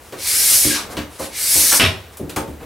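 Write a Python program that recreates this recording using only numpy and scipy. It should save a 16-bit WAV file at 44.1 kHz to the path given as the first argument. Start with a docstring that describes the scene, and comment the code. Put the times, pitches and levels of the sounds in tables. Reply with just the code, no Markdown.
"""In a small workshop, a plastic scraper is drawn twice along a waxed ski clamped to a workbench.
Each stroke is a hiss of countless wax chips breaking, with a squeak or two as the blade catches.
The second stroke ends with the blade snapping off the ski, which rings. Around the strokes the
blade brushes the ski's base, a hand rubs the ski, and blade and ski knock lightly on the bench."""
import sys
import numpy as np
from scipy import signal
from scipy.fft import rfft, irfft
from scipy.io import wavfile
from scipy.ndimage import uniform_filter1d

SR = 44100
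rng = np.random.default_rng(int(sys.argv[2]) if len(sys.argv) > 2 else 0)


def persist_wave(psi):
    """Save psi, clipped to +-1, as 16-bit WAV."""
    counts = np.round(np.clip(psi, -1, 1) * 32767).astype(np.int16)
    wavfile.write(sys.argv[1], SR, np.atleast_2d(counts).T)


N = 116865
T = np.arange(N) / SR

# The tone of breaking wax. Each row: frequency in Hz, level in dB.
WAX_HISS = [(2900, -26), (4300, -6), (7100, -4), (8700, -0.5), (12000, -1.5), (13300, -7.5), (15700, -11),
            (16000, -27)]
# Where the blade rings. Each row: frequency in Hz, width in Hz, boost in dB.
BLADE_PEAKS = [(9400, 740, 2)]


def amp(db):
    """Turns decibels into a multiplier."""
    return 10 ** (np.asarray(db) / 20)


def evened(x):
    """Scales a signal to an average strength (rms) of 1."""
    return x / np.sqrt(np.mean(x ** 2) + 1e-20)


def look_up(points, hz):
    """Reads between a table's rows, on a scale of octaves."""
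    f, value = np.transpose(points)
    return np.interp(np.log(hz + 1), np.log(f + 1), value)


def add(mix, start, sound):
    """Mixes a sound in at a start time in seconds."""
    part = mix[max(round(start * SR), 0):][:len(sound)]
    part += sound[:len(part)]


def colour(x, tone, peaks=()):
    """Gives a steady sound a tone and ringing peaks, at strength 1."""
    hz = np.fft.rfftfreq(x.shape[-1], 1 / SR)
    db = look_up(tone, hz) + sum(boost / (1 + (2 * (hz - f) / width) ** 2) for f, width, boost in peaks)
    return evened(irfft(rfft(x) * amp(db), x.shape[-1]))


def band_noise(centre_hz, spread_hz):
    """Noise that fades away on both sides of one pitch, at strength 1."""
    hz = np.fft.rfftfreq(N, 1 / SR)
    return evened(irfft(rfft(rng.standard_normal(N)) / (1 + ((hz - centre_hz) / spread_hz) ** 4), N))


def swell(start, length):
    """A rounded rise and fall."""
    return np.sqrt(abs(np.sin(np.pi * np.clip((T - start) / length, 0, 1))))


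def ring(notes, t, wavers_per_s=50):
    """A struck object's own notes, each wavering as it dies."""
    out, steps = np.zeros(len(t)), np.arange(200)
    for hz, db, fade_s in notes:
        a, b = rng.standard_normal((2, len(steps)))
        waver = 1 + .55 * np.interp(t * wavers_per_s, steps, a + 1j * b)
        wave = np.exp(2j * np.pi * (hz * t + rng.random()))
        out += np.sqrt(2) * amp(db - 60 * t / fade_s) * (waver * wave).real
    return out


def chips(per_s=30000, spread_db=1.5, drift_db=1):
    """Wax breaks in a dense crackle whose tone drifts slowly."""
    clicks = rng.standard_normal(N) * (rng.random(N) < per_s / SR)
    clicks *= amp(spread_db * rng.standard_normal(N))
    spectrum = signal.stft(clicks, nperseg=512)[2]
    drift = uniform_filter1d(rng.standard_normal(spectrum.shape), size=8, axis=0)
    drift = evened(uniform_filter1d(drift, size=22, axis=1))
    return signal.istft(spectrum * amp(drift_db * drift), nperseg=512)[1][:N]


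def sliding(tone, passes):
    """A light touch on the wax: crackle that swells with each pass."""
    return colour(chips(), tone) * sum(amp(db) * swell(start, length) for start, length, db in passes)


def room_air():
    """The workshop's quiet, low background noise."""
    # Each row: frequency in Hz, level in dB.
    tone = [(30, -20), (70, 6.5), (170, -10.5), (450, -4), (2000, -15), (5000, -23.5)]
    middle, side = colour(rng.standard_normal((2, N)), tone)
    return amp(-43) * stereo(middle, amp(-4) * side)


def blade_brushes():
    """The blade brushes the ski lightly and brightly on its way back."""
    # Each row: frequency in Hz, level in dB.
    tone = [(150, 3), (500, 9), (1500, 7), (7000, 5.5), (11000, 7), (16000, -10)]
    # Each row: start in seconds, length in seconds, level in dB.
    passes = [(0.0, 0.13, -46.5), (0.899, 0.043, -35.5), (1.093, 0.18, -41), (1.188, 0.096, -31.5),
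              (2.116, 0.039, -47.5)]
    return sliding(tone, passes)


def knocks():
    """Each knock is a short rattle, a round note from the struck spot, and the ring of the bench."""
    # Each row: start in seconds, rattle time in seconds, the spot's pitch in Hz, then dB for each band.
    blows = [(0.123, 0.015, 396, -50, -35.5, -32, -41.5, -44),
             (0.650, 0.0091, 325, -29, -21, -40.5, -51, -38),
             (0.968, 0.017, 268, -29.5, -32, -30.5, -29, -38),
             (1.195, 0.012, 560, -38, -32, -29.5, -46, -35), (1.555, 0.018, 77, -37, -29, -33, -65, -50),
             (1.722, 0.011, 900, -44.5, -29, -33, -20, -57),
             (2.17, 0.0079, 10300, -71, -56, -43, -46, -38.5),
             (2.196, 0.025, 348, -35.5, -29, -45, -77, -67), (2.223, 0.016, 166, -34, -33.5, -57, -74, -70),
             (2.294, 0.0095, 3580, -57, -39, -36, -39.5, -36),
             (2.361, 0.0095, 9700, -56, -35, -25, -27.5, -29.5),
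             (2.365, 0.0094, 465, -21, -26, -23, -34.5, -42), (2.474, 0.02, 397, -30, -37, -45.5, -53, -51)]
    # The centres of those five bands in Hz.
    bands = [80, 330, 1000, 2900, 9500]
    # Notes of the ski clamped to the bench. Each row: pitch in Hz, level in dB, seconds to fade 60 dB.
    bench_notes = [(73.7, -1.5, 0.25), (129, -6, 0.27), (172, -4, 0.28), (230, -7, 0.26), (300, -3, 0.25),
                   (368, -7, 0.25), (443, -3, 0.17), (545, -1, 0.19), (895, -6, .18)]
    out, t = np.zeros(N), np.arange(SR // 2) / SR
    hz = np.fft.rfftfreq(len(t), 1 / SR)
    tilt = np.sqrt(SR / 2 / (hz + 1)) * hz ** 4 / (hz ** 4 + 50 ** 4)  # favours lows, down to 50 Hz
    bass = 1 / (1 + (hz / 1500) ** 2)
    slow_rise, fast_rise = 1 - np.exp(-t / 0.0061), 1 - np.exp(-t / 0.00044)  # treble arrives first
    for start, rattle_s, spot_hz, *levels in blows:
        spot_boost_db = 4 * np.exp(-(np.log2((hz + 1) / spot_hz) / 0.59) ** 2)
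        blow_db = look_up(list(zip(bands, levels)), hz) + spot_boost_db
        spectrum = np.sqrt(len(t)) * np.exp(2j * np.pi * rng.random(len(hz))) * tilt * amp(blow_db)
        rattle = slow_rise * irfft(spectrum * bass) + fast_rise * irfft(spectrum * (1 - bass))
        rattle *= np.exp(-t / (2 * rattle_s))
        bench = ring([(f, db + np.interp(f, hz, blow_db), fade) for f, db, fade in bench_notes], t)
        decay = spot_hz * t / 3.96  # the spot rings for a few cycles, falling in pitch
        cycles = np.cumsum(spot_hz * (1 + 0.23 * np.exp(-2 * decay))) / SR
        spot_level = amp(1 + np.interp(spot_hz, hz, blow_db)) * fast_rise * np.exp(-decay)
        spot = spot_level * np.sin(2 * np.pi * cycles)
        add(out, start, amp(3.5) * rattle + spot + amp(1.5) * slow_rise * bench)
    return out


def scraping():
    """Breaking chips shake the blade into a hiss and a lower rasp; it sings as it digs in and bends."""
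    # One list per stroke. Each row: time in seconds, hiss level in dB, rasp level in dB.
    strokes = [
        [(0.195, -35, -35), (0.275, -17, -26.5), (0.46, -13, -26), (0.545, -12, -21.5), (0.585, -13, -30),
         (0.66, -16, -23), (0.765, -25.5, -21.5), (0.82, -43, -34.5)],
        [(1.335, -37, -34), (1.385, -23, -29), (1.47, -16.5, -28), (1.575, -11, -24.5), (1.68, -13, -23.5),
         (1.775, -12.5, -25)],
    ]
    # Each row: frequency in Hz, level in dB.
    rasp_tone = [(60, 0), (180, -9), (520, -9), (1050, -10), (1900, 0), (4200, 1.5), (8000, -5.5),
                 (16000, -47)]
    land_db_per_s, lift_db_per_s = 495, 750
    bend_from_hz, bend_to_hz, bend_s = 4000, 5732, .26  # one blade note climbs as it bends
    hiss = colour(chips(), WAX_HISS, BLADE_PEAKS)
    rasp = colour(chips(), rasp_tone, BLADE_PEAKS)
    out = np.zeros(N)
    for stroke in strokes:
        times, hiss_db, rasp_db = np.transpose(stroke)
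        before, age, after = np.maximum([times[0] - T, T - times[0], T - times[-1]], 0)
        contact = amp(-land_db_per_s * before - lift_db_per_s * after)
        edge_note = amp(-7.5 - 18 * age) * band_noise(2233, spread_hz=214)
        climb_hz = (bend_to_hz - bend_from_hz) * np.minimum(age / bend_s, 1)
        climb = np.exp(2j * np.pi * np.cumsum(climb_hz) / SR)
        bend_note = amp(-14) * (signal.hilbert(band_noise(bend_from_hz, spread_hz=428)) * climb).real
        high = (hiss + bend_note) * amp(np.interp(T, times, hiss_db))
        low = (rasp + edge_note) * amp(np.interp(T, times, rasp_db))
        out += contact * (high + low)
    return out


def skipping(skips_per_s=297.5):
    """At full pressure the blade skips in tiny uneven jumps, each a sharp tick."""
    jumps = np.cumsum(skips_per_s * (1 + band_noise(0, skips_per_s) / 2)) / SR
    ticks = rng.standard_normal(N) * np.exp(-10 * (jumps % 1))
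    return amp(-16) * swell(start=0.5, length=0.066) * colour(ticks, WAX_HISS, BLADE_PEAKS)


def squeaks():
    """The blade's edge sticks and slips briefly near the end of a stroke."""
    # Each row: start in seconds, length in seconds, pitch in Hz, spread in Hz, level in dB.
    catches = [(0.694, 0.053, 1625, 48.8, -23), (0.745, 0.063, 1250, 523, -29),
               (1.711, 0.042, 1340, 660, -17.5)]
    return sum(amp(db) * swell(start, length) ** 2 * band_noise(hz, spread)
               for start, length, hz, spread, db in catches)


def hand_rubs():
    """A hand slides along the ski with a soft, dull sound."""
    # Each row: frequency in Hz, level in dB.
    tone = [(300, -1), (1100, -10), (6000, -30)]
    # Each row: start in seconds, length in seconds, level in dB.
    passes = [(0.786, 0.13, -33.5), (0.892, 0.12, -31), (2.597, 0.062, -33.5)]
    return sliding(tone, passes)


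def snap(start=1.797, hold_s=0.058):
    """The blade slips off with a hard clack and chatters; the freed ski swings and buzzes faintly."""
    # The chatter's tone. Each row: frequency in Hz, level in dB.
    tone = [(80, 2.5), (1100, -1.5), (2650, 1), (3700, 1), (4800, -8), (6600, -14), (11500, -14.5),
            (16000, -28)]
    # Where the freed blade rings. Each row: frequency in Hz, width in Hz, boost in dB.
    peaks = [(2570, 120, 3), (5430, 260, 9.5)]
    # Notes of the freed ski. Each row: pitch in Hz, level in dB, seconds to fade 60 dB.
    ski_notes = [(91, -14, .48), (111, -15, 0.36), (159, -23, .46), (232, -25, 0.38), (375, -30, .5),
                 (621, -21, 0.28)]
    clack = amp(-13.5 - 280 * T) * band_noise(peaks[0][0], spread_hz=480)
    chatter_level = amp(-11.5 - 75 * T - 270 * np.maximum(T - hold_s, 0))
    buzz_level = amp(-24 - 99 * T)
    slap = 1 + 0.36 * np.cos(2 * np.pi * ski_notes[0][0] * T)  # the chatter follows the ski's swing
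    chatter = slap * np.hypot(chatter_level, buzz_level) * colour(rng.standard_normal(N), tone, peaks)
    swing_time = np.cumsum(1 + 0.1203 * np.exp(-T / hold_s)) / SR  # the notes start 12% high
    build_up = 1 - np.exp(-(T / 0.027) ** 2)
    out = np.zeros(N)
    add(out, start, clack + chatter + build_up * ring(ski_notes, swing_time))
    return out


def stereo(middle, side, corner_hz=400):
    """Makes left and right, which differ less in the bass."""
    side = 0.41 * signal.lfilter(*signal.butter(1, corner_hz, "high", fs=SR), side) + .11 * side
    return np.array([middle + side, middle - side])


def room(x, echo_db, low_hz=260):
    """Adds the workshop's dense echoes; treble dies first and the bass stays mostly direct."""
    # Each row: frequency in Hz, seconds to fade 60 dB.
    fade_times = [(700, 0.37), (5000, 0.26), (10000, 0.25), (16000, 0.19)]
    echoes = rng.standard_normal((2, SR // 2)) * (rng.random((2, SR // 2)) < .1)
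    echoes[:, :round(.002 * SR)] = 0
    hz, t, spectrum = signal.stft(echoes, SR, nperseg=256)
    tail = signal.istft(spectrum * amp(-60 * t / look_up(fade_times, hz)[:, None]), SR, nperseg=256)[1]
    tail /= np.linalg.norm(tail[0])
    middle, side = amp(echo_db) * signal.fftconvolve(x[None], tail, axes=1)[:, :N]
    middle = signal.lfilter(*signal.butter(1, low_hz, "high", fs=SR), middle)
    return stereo(x + middle, side) / np.sqrt(1 + amp(echo_db) ** 2)


def travelling(x, echo_db, count=8, step_s=.022):
    """A sound moving along the ski passes from one set of echoes to the next."""
    shares = [np.clip(1 - abs((T / step_s - k) % count - 1), 0, 1) for k in range(count)]
    return sum(room(x * share, echo_db) for share in shares)


def scene():
    """Blade, hand, ski and bench in the workshop, over its quiet air."""
    air = room_air()
    moving = scraping() + skipping() + blade_brushes() + hand_rubs() + squeaks()
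    return travelling(moving, echo_db=-1) + room(knocks() + snap(), echo_db=-4.5) + air


def record(dry, low_hz=40, top_hz=15900, lean_db=.6):
    """Cuts the deepest bass, leans slightly left, then cuts the highest treble."""
    trimmed = signal.lfilter(*signal.butter(4, low_hz, "high", fs=SR), dry)
    leaned = trimmed * amp([[lean_db / 2], [-lean_db / 2]])
    treble_cut = signal.firwin(511, top_hz, window=("kaiser", 9), fs=SR)
    return signal.oaconvolve(leaned, treble_cut[None], "same")


dry = scene()
out = record(dry)
persist_wave(out)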